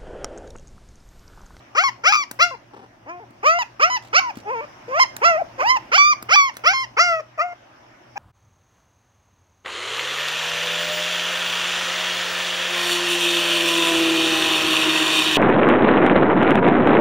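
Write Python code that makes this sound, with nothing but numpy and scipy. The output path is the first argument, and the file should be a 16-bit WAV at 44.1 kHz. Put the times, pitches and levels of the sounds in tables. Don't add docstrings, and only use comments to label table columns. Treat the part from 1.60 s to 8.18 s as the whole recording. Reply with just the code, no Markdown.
import sys
import numpy as np
from scipy import signal
from scipy.fft import rfft, irfft, next_fast_len
from scipy.io import wavfile
from scipy.ndimage import uniform_filter1d, minimum_filter1d, map_coordinates

SR = 44100
rng = np.random.default_rng(int(sys.argv[2]) if len(sys.argv) > 2 else 0)


def voltage_ratio(level):
    return 10 ** (np.asarray(level, float) / 20)


def file_out(sig):
    cols = np.atleast_2d(sig).T
    lim = np.clip(cols, -1, 1)
    pcm = np.round(lim * 32767).astype(np.int16)
    wavfile.write(sys.argv[1], SR, pcm)


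N = 290178


def unit(x):
    return x / np.sqrt(np.mean(x ** 2) + 1e-20)


def along(points, hz):
    f, v = np.transpose(points)
    return np.interp(np.log(hz + 1), np.log(f + 1), v)


def wobble(rate, size=N):
    knots = rng.standard_normal(int(size * rate / SR) + 4)
    return map_coordinates(knots, [np.arange(size) * rate / SR])


def filtered(x, response):
    m = next_fast_len(x.shape[-1] + 8192)
    spectrum = rfft(x, m) * response(np.fft.rfftfreq(m, 1 / SR))
    return irfft(spectrum, m)[..., :x.shape[-1]]


def add(track, s, sound):
    part = track[..., max(round(s * SR), 0):][..., :sound.shape[-1]]
    part += sound[..., :part.shape[-1]]


def course(start, end, aim_hz, last_hz, peak_db, last_db, opening_db):
    # (time [s], pitch [Hz], pitch near the end [Hz], first effort [dB],
    # last effort [dB], mouth opening [dB per octave])
    breaks = [(0.237, 1110, 1056, -21, -23.5, 7.5), (0.524, 1257, 1107, -28.5, -35.5, 18),
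              (0.911, 533, 510, -32, -36.5, 4.5), (1.599, 466, 432, -40, -43, 4),
              (1.988, 1010, 970, -20.5, -21, 4), (2.3, 1004, 1014, -22.5, -22.5, 6),
              (2.598, 1122, 904, -29.5, -24.5, 1), (4.378, 1141, 1220, -18.5, -23, 8),
              (4.757, 1178, 1048, -17, -27, 7.5), (5.134, 1066, 1053, -27, -30.5, 13)]
    scoop, scoop_s = 0.36, 0.024
    swell_db, swell_s = 11, 0.033
    fade_s = 0.059
    closing_db_per_s = 21.5
    drop, drop_s = 0.1145, 0.02425

    t = np.arange(start, end, 1 / 500)
    jump = [row for row in breaks if start < row[0] < end]
    stop = jump[0][0] if jump else end
    hz = np.interp(t, [start, stop], [aim_hz, last_hz])
    hz *= 1 - scoop * np.exp((start - t) / scoop_s)
    sunk = lambda s: 1 - np.exp(-np.maximum(s - start - swell_s, 0) / fade_s)
    db = peak_db - swell_db * np.maximum(1 - (t - start) / swell_s, 0)
    db += (last_db - peak_db) * sunk(t) / sunk(stop)
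    rows = np.array([t, hz, db, opening_db - closing_db_per_s * (t - start)])
    for s, from_hz, to_hz, first_db, final_db, new_opening_db in jump:
        falling = 1 - drop * np.clip(1 - (end - t) / drop_s, 0, 1) ** 2
        new_hz = np.interp(t, [s, end], [from_hz, to_hz]) * falling
        new_db = np.interp(t, [s, end], [first_db, final_db])
        rows = np.where(t < s, rows, [t, new_hz, new_db, new_opening_db + 0 * t])
    return rows.T


def cry(rows, attack=.007, release=.008, breath_db=-24, jitter=0.004):
    # (frequency [Hz], level [dB])
    throat = [(300, -13.5), (950, -6.5), (1300, 3), (1700, -12.5), (2300, -5), (2900, -17), (3700, -36.5),
              (5200, -20.5), (6200, -27), (7200, -36.5), (8000, -54), (12500, -53)]
    # (frequency [Hz], reach [octaves])
    tilt_reach = [(600, -0.26), (2400, 1.55), (3800, 3), (8000, 1.88)]
    # (start [s], end [s], added roughness [1])
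    hoarse = [(0.523, 0.574, 1.02), (2.591, 2.633, 0.13), (3.275, 3.33, 0.25), (3.974, 4.05, 0.3)]
    sink_oct_per_db = 0.067

    s, pitch_hz, effort_db, opening_db = np.transpose(rows)
    tilt_db = opening_db + 0.59 * (effort_db + 18.5)
    t = np.arange(s[0] - attack, s[-1] + 3 * release, 1 / SR)
    tilt = np.interp(t, s, tilt_db)
    after = np.maximum(t - s[-1], 0) / release

    rough = .02 + .36 * np.exp(-np.maximum(t - s[0], 0) / .018)
    for start, end, share in hoarse:
        rough += share * np.clip(np.minimum(t - start, end - t) / 0.013, 0, 1)
    rough += .3 * np.clip(after + (t > s[-1] - release), 0, 1)

    hz = np.interp(t, s, pitch_hz) * (1 - 0.076 * after)
    unsteady = .075 * np.minimum(rough, .5) * wobble(500, len(t))
    hz *= 1 + jitter * wobble(60, len(t)) + unsteady
    phase = 2 * np.pi * np.cumsum(hz) / SR

    sunk = lambda f, db: f * 2 ** (sink_oct_per_db * np.maximum(-db, 0) * np.clip(2 - f / 1000, 0, 1))
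    mouth = lambda f, db: along(throat, sunk(f, db)) + db * along(tilt_reach, f)

    k = np.arange(1, 40)[:, None]
    level_db = mouth(k * uniform_filter1d(hz, size=200), tilt - 4 * after)
    level_db += np.minimum(k, 9) / 2 * [wobble(35, len(t)) for _ in k]
    level_db -= (9 * rough + np.maximum(-tilt, 0)) * (k * hz > 3500)
    level_db[0] += 5 * np.log2(np.maximum(hz / 700, 1))
    overtones = voltage_ratio(level_db) * (k * hz < SR / 2) * np.cos(k * phase - 0.41 * k ** 2)
    tone = np.sqrt(2) * np.sum(overtones, 0)
    tone *= voltage_ratio(5.5 * rough * np.cos(2 * np.pi * 145 * t + 2 * wobble(70, len(t))))

    puffs = rng.standard_normal(len(t)) * (1 + np.cos(phase))
    breath_colour = lambda f: voltage_ratio(mouth(f, np.mean(tilt_db)) + 8.2 * np.log2(1 + f / 1000))
    breath = unit(filtered(puffs, breath_colour))
    breath *= voltage_ratio(breath_db + 26.0 * rough + 0.55 * (tilt - np.mean(tilt_db)))

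    shape = np.clip((t - t[0]) / attack, 0, 1) * np.exp(-after ** 2)
    return t[0], voltage_ratio(np.interp(t, s, effort_db)) * shape * (tone + breath)


def ports(x, s):
    # (time [s], lag of the left port [ms], left minus right above 800 Hz [dB])
    lag = [(0.8, 0.2, 4.5), (1.5, 0.26, 0.5), (3.9, 0.27, -3), (5.5, 0.17, 2)]
    # (frequency [Hz], left minus right [dB])
    balance = [(700, 4), (1300, 0), (4800, -7), (6200, 2)]
    # (frequency [Hz], further lag [rad])
    shading = [(600, -.4), (1000, 0.29), (2200, -0.6), (2900, -0.13)]

    at, lag_ms, pan_db = np.transpose(lag)
    side = np.array([[1], [0]])
    ms = np.interp(s, at, lag_ms)
    turn = lambda hz: 2 * np.pi * hz * ms / 1000 + along(shading, hz)
    lean_db = lambda hz: along(balance, hz) + np.interp(s, at, pan_db) * (hz > 800)
    return filtered(x, lambda hz: voltage_ratio((side - .5) * lean_db(hz)) * np.exp(-1j * turn(hz) * side))


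def whining():
    # (start [s], end [s], aimed pitch [Hz],
    # pitch before the break or end [Hz], peak effort [dB], last effort [dB],
    # mouth opening at the start [dB per octave])
    cries = [(0.154, 0.294, 610, 833, -17.5, -22, 6), (0.442, 0.64, 693, 878, -15, -20.5, 6.5),
             (0.796, 0.95, 796.5, 668, -12.5, -33.5, 5.5), (1.464, 1.639, 365, 354, -32, -41, 6),
             (1.835, 2.028, 629.3, 706, -13.5, -17.5, -0.5), (2.201, 2.373, 633, 761, -13.5, -22.5, 2),
             (2.535, 2.708, 662, 811, -12.5, -17, 3.5), (4.322, 4.533, 680, 859, -12.5, -18.5, 4.5),
             (4.693, 4.897, 637, 889, -17.5, -16.5, 7), (5.043, 5.246, 685.5, 820, -15, -21, 5)]
    # (time [s], pitch [Hz], effort [dB], mouth opening [dB per octave])
    further_cries = [
        [(2.86, 397.3, -35.5, -0.5), (2.893, 430.7, -23.5, -2.5), (2.925, 541, -25.5, -1.5),
         (2.96, 456, -26.5, -0.5), (3.006, 451.3, -27.5, 0.5), (3.014, 582, -29, -1), (3.045, 608, -31.5, 2.5)],
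        [(3.283, 481.5, -30.5, -6.5), (3.332, 526, -23.5, -2.5), (3.393, 714, -12.5, -5), (3.4, 1038, -9.5, -3),
         (3.432, 1056, -14, 2.5), (3.445, 920, -24, 4.5)],
        [(3.62, 427, -21, -4), (3.654, 666, -10, -1.5), (3.69, 690.4, -12, -5), (3.767, 615, -14.5, -10.5),
         (3.803, 808, -23, -5.5), (3.818, 674, -22, -11.5)],
        [(3.984, 541.3, -31, -2), (4.008, 501, -18.5, -0.5), (4.038, 727.5, -17, -6), (4.068, 927.4, -12.5, -5),
         (4.105, 1029, -15, 2.5), (4.15, 1047, -20.5, -0.5), (4.17, 917, -15.5, -2)],
        [(5.373, 425, -23.5, 3), (5.4, 661, -14, 2.5), (5.44, 717.4, -19.5, 4), (5.53, 663, -15.5, -4.5),
         (5.604, 626, -24.5, -1.5)],
        [(5.782, 655, -25, -2), (5.797, 579.4, -21.5, 0.5), (5.82, 682, -17.5, -1.5), (5.85, 720, -22.5, -5.5),
         (5.93, 699, -31.5, 3)],
        [(6.562, 796, -30, 0.5), (6.577, 841, -22.5, 2)],
    ]

    out = np.zeros((2, N))
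    courses = [course(*row) for row in cries] + further_cries
    for rows in sorted(courses, key=lambda rows: rows[0][0]):
        s, sound = cry(rows)
        add(out, s, ports(sound, s))
    return out


def grunt():
    # (time [s], level [dB])
    loudness = [(1.128, -43), (1.269, -47)]

    s, db = np.transpose(loudness)
    t = np.arange(s[0], s[-1], 1 / SR)
    rate_hz = 190 * (1 + 0.8 * wobble(120, len(t)))
    beats = np.diff(np.floor(np.cumsum(rate_hz) / SR), prepend=0)
    beats = beats * voltage_ratio(0.9 * wobble(400, len(t)))
    resonance = lambda f, c, w: 1j * f * w / (c * c - f * f + 1j * f * w)
    muffled = lambda f: (resonance(f, 330, 250) + resonance(f, 800, 120)) / (1 + 1j * f / 1500)
    sound = voltage_ratio(np.interp(t, s, db)) * unit(filtered(beats, muffled))
    out = np.zeros((2, N))
    add(out, s[0], ports(sound, s[0]))
    return out


def clicks():
    # (time [s], level of the whole click [dB], thud level relative to it [dB])
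    hits = [(0.712, -26.5, 4), (1.706, -57.5, 29.5), (2.771, -43, 28), (3.565, -28, 2.5), (4.625, -32, 10),
            (4.968, -31.5, -2)]
    # (frequency [Hz], level [dB])
    colour = [(200, -20), (1440, 3), (3000, -12)]

    out, t = np.zeros((2, N)), np.arange(SR // 20) / SR
    for s, db, thud_db in hits:
        scrape = unit(filtered(rng.standard_normal(len(t)), lambda f: voltage_ratio(along(colour, f))))
        scrape *= voltage_ratio(9 - 60 * t / 0.019) * (1 - np.exp(-t / 0.00052))
        thud = np.sin(2 * np.pi * 250 * t) * (1 - np.exp(-t / 0.0026))
        thud *= voltage_ratio(thud_db - 60 * t / 0.02)
        add(out, s, ports(voltage_ratio(db) * (scrape + thud), s))
    return out


def shuffles():
    # (start [s], end [s], level [dB])
    spells = [(2.424, 2.486, -38.5), (2.755, 2.815, -37), (4.94, 4.996, -40)]

    out = np.zeros((2, N))
    for start, end, db in spells:
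        t = np.arange(start, end, 1 / SR)
        uneven_s = np.cumsum(1 + wobble(70, len(t)) / 2) / SR
        ticks_db = -3000 * (uneven_s % .017)
        rustle = rng.standard_normal(len(t)) * (0.22 + voltage_ratio(ticks_db))
        soft = filtered(rustle, lambda f: 1 / (1 + (f / 5000) ** 2))
        add(out, start, ports(voltage_ratio(db) * soft, start))
    return out


def walls(x):
    # (frequency [Hz], time to fall by 60 dB [s])
    t60 = [(300, 0.21), (8000, 0.26)]

    out, step = np.zeros((2, N)), SR // 3
    for start in range(0, N, step):
        hz, t, z = signal.stft(rng.standard_normal((2, SR // 2)), SR, nperseg=256)
        decay = voltage_ratio(-60 * t / along(t60, hz)[:, None])
        tail = signal.istft(z * decay, SR, nperseg=256)[1]
        tail = tail / np.linalg.norm(tail[0])
        add(out, start / SR, signal.fftconvolve(x[:, start:start + step], tail, axes=1))
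    return out


def room_tone():
    # (time [s], rumble before its wavering [dB], hiss [dB])
    levels = [(0, -54, -49), (1.5, -54, -54), (2.999, -50.5, -45.5), (4.201, -48, -45), (5.498, -55, -51)]
    # (frequency [Hz], relative density [dB per Hz])
    rumble_colour = [(100, -8.5), (120, 7.5), (140, -10.5), (350, -4.5), (700, -49)]
    # (frequency [Hz], relative density [dB per Hz])
    hiss_colour = [(200, -38.5), (600, -0.5), (2800, -14), (4200, -26), (5600, -18.5), (7600, -37.5),
                   (15800, -46)]

    s, rumble_db, hiss_db = np.transpose(levels)
    t = np.arange(N) / SR
    low = rng.standard_normal(N) + 0.27 * rng.standard_normal((2, N))
    rumble = unit(filtered(low, lambda f: voltage_ratio(along(rumble_colour, f))))
    z = signal.stft(rng.standard_normal((2, N)), nperseg=512)[2]
    patches = uniform_filter1d(uniform_filter1d(rng.standard_normal(z.shape[1:]), 8, 0), 10, 1)
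    air = signal.istft(z * voltage_ratio(2 * unit(patches)), nperseg=512)[1][:, :N]
    hiss = unit(filtered(air, lambda f: voltage_ratio(along(hiss_colour, f))))
    rumble_gain = voltage_ratio(np.interp(t, s, rumble_db) + wobble(3.1))
    return rumble_gain * rumble + voltage_ratio(np.interp(t, s, hiss_db)) * hiss


def scene():
    puppy = whining() + grunt() + clicks() + shuffles()
    return puppy + voltage_ratio(-14) * walls(puppy) + room_tone()


def roll_off(x):
    return signal.sosfilt(signal.butter(12, 16000, fs=SR, output="sos"), x)


def record(dry):
    x = filtered(dry, lambda f: (1j * f / (40 + 1j * f)) ** 2)
    ceiling = .84
    needed = ceiling / np.maximum(np.abs(x).max(0), ceiling)
    gain = uniform_filter1d(minimum_filter1d(needed, size=441), size=441)
    return roll_off(gain * x)


dry = scene()
out = record(dry)
file_out(out)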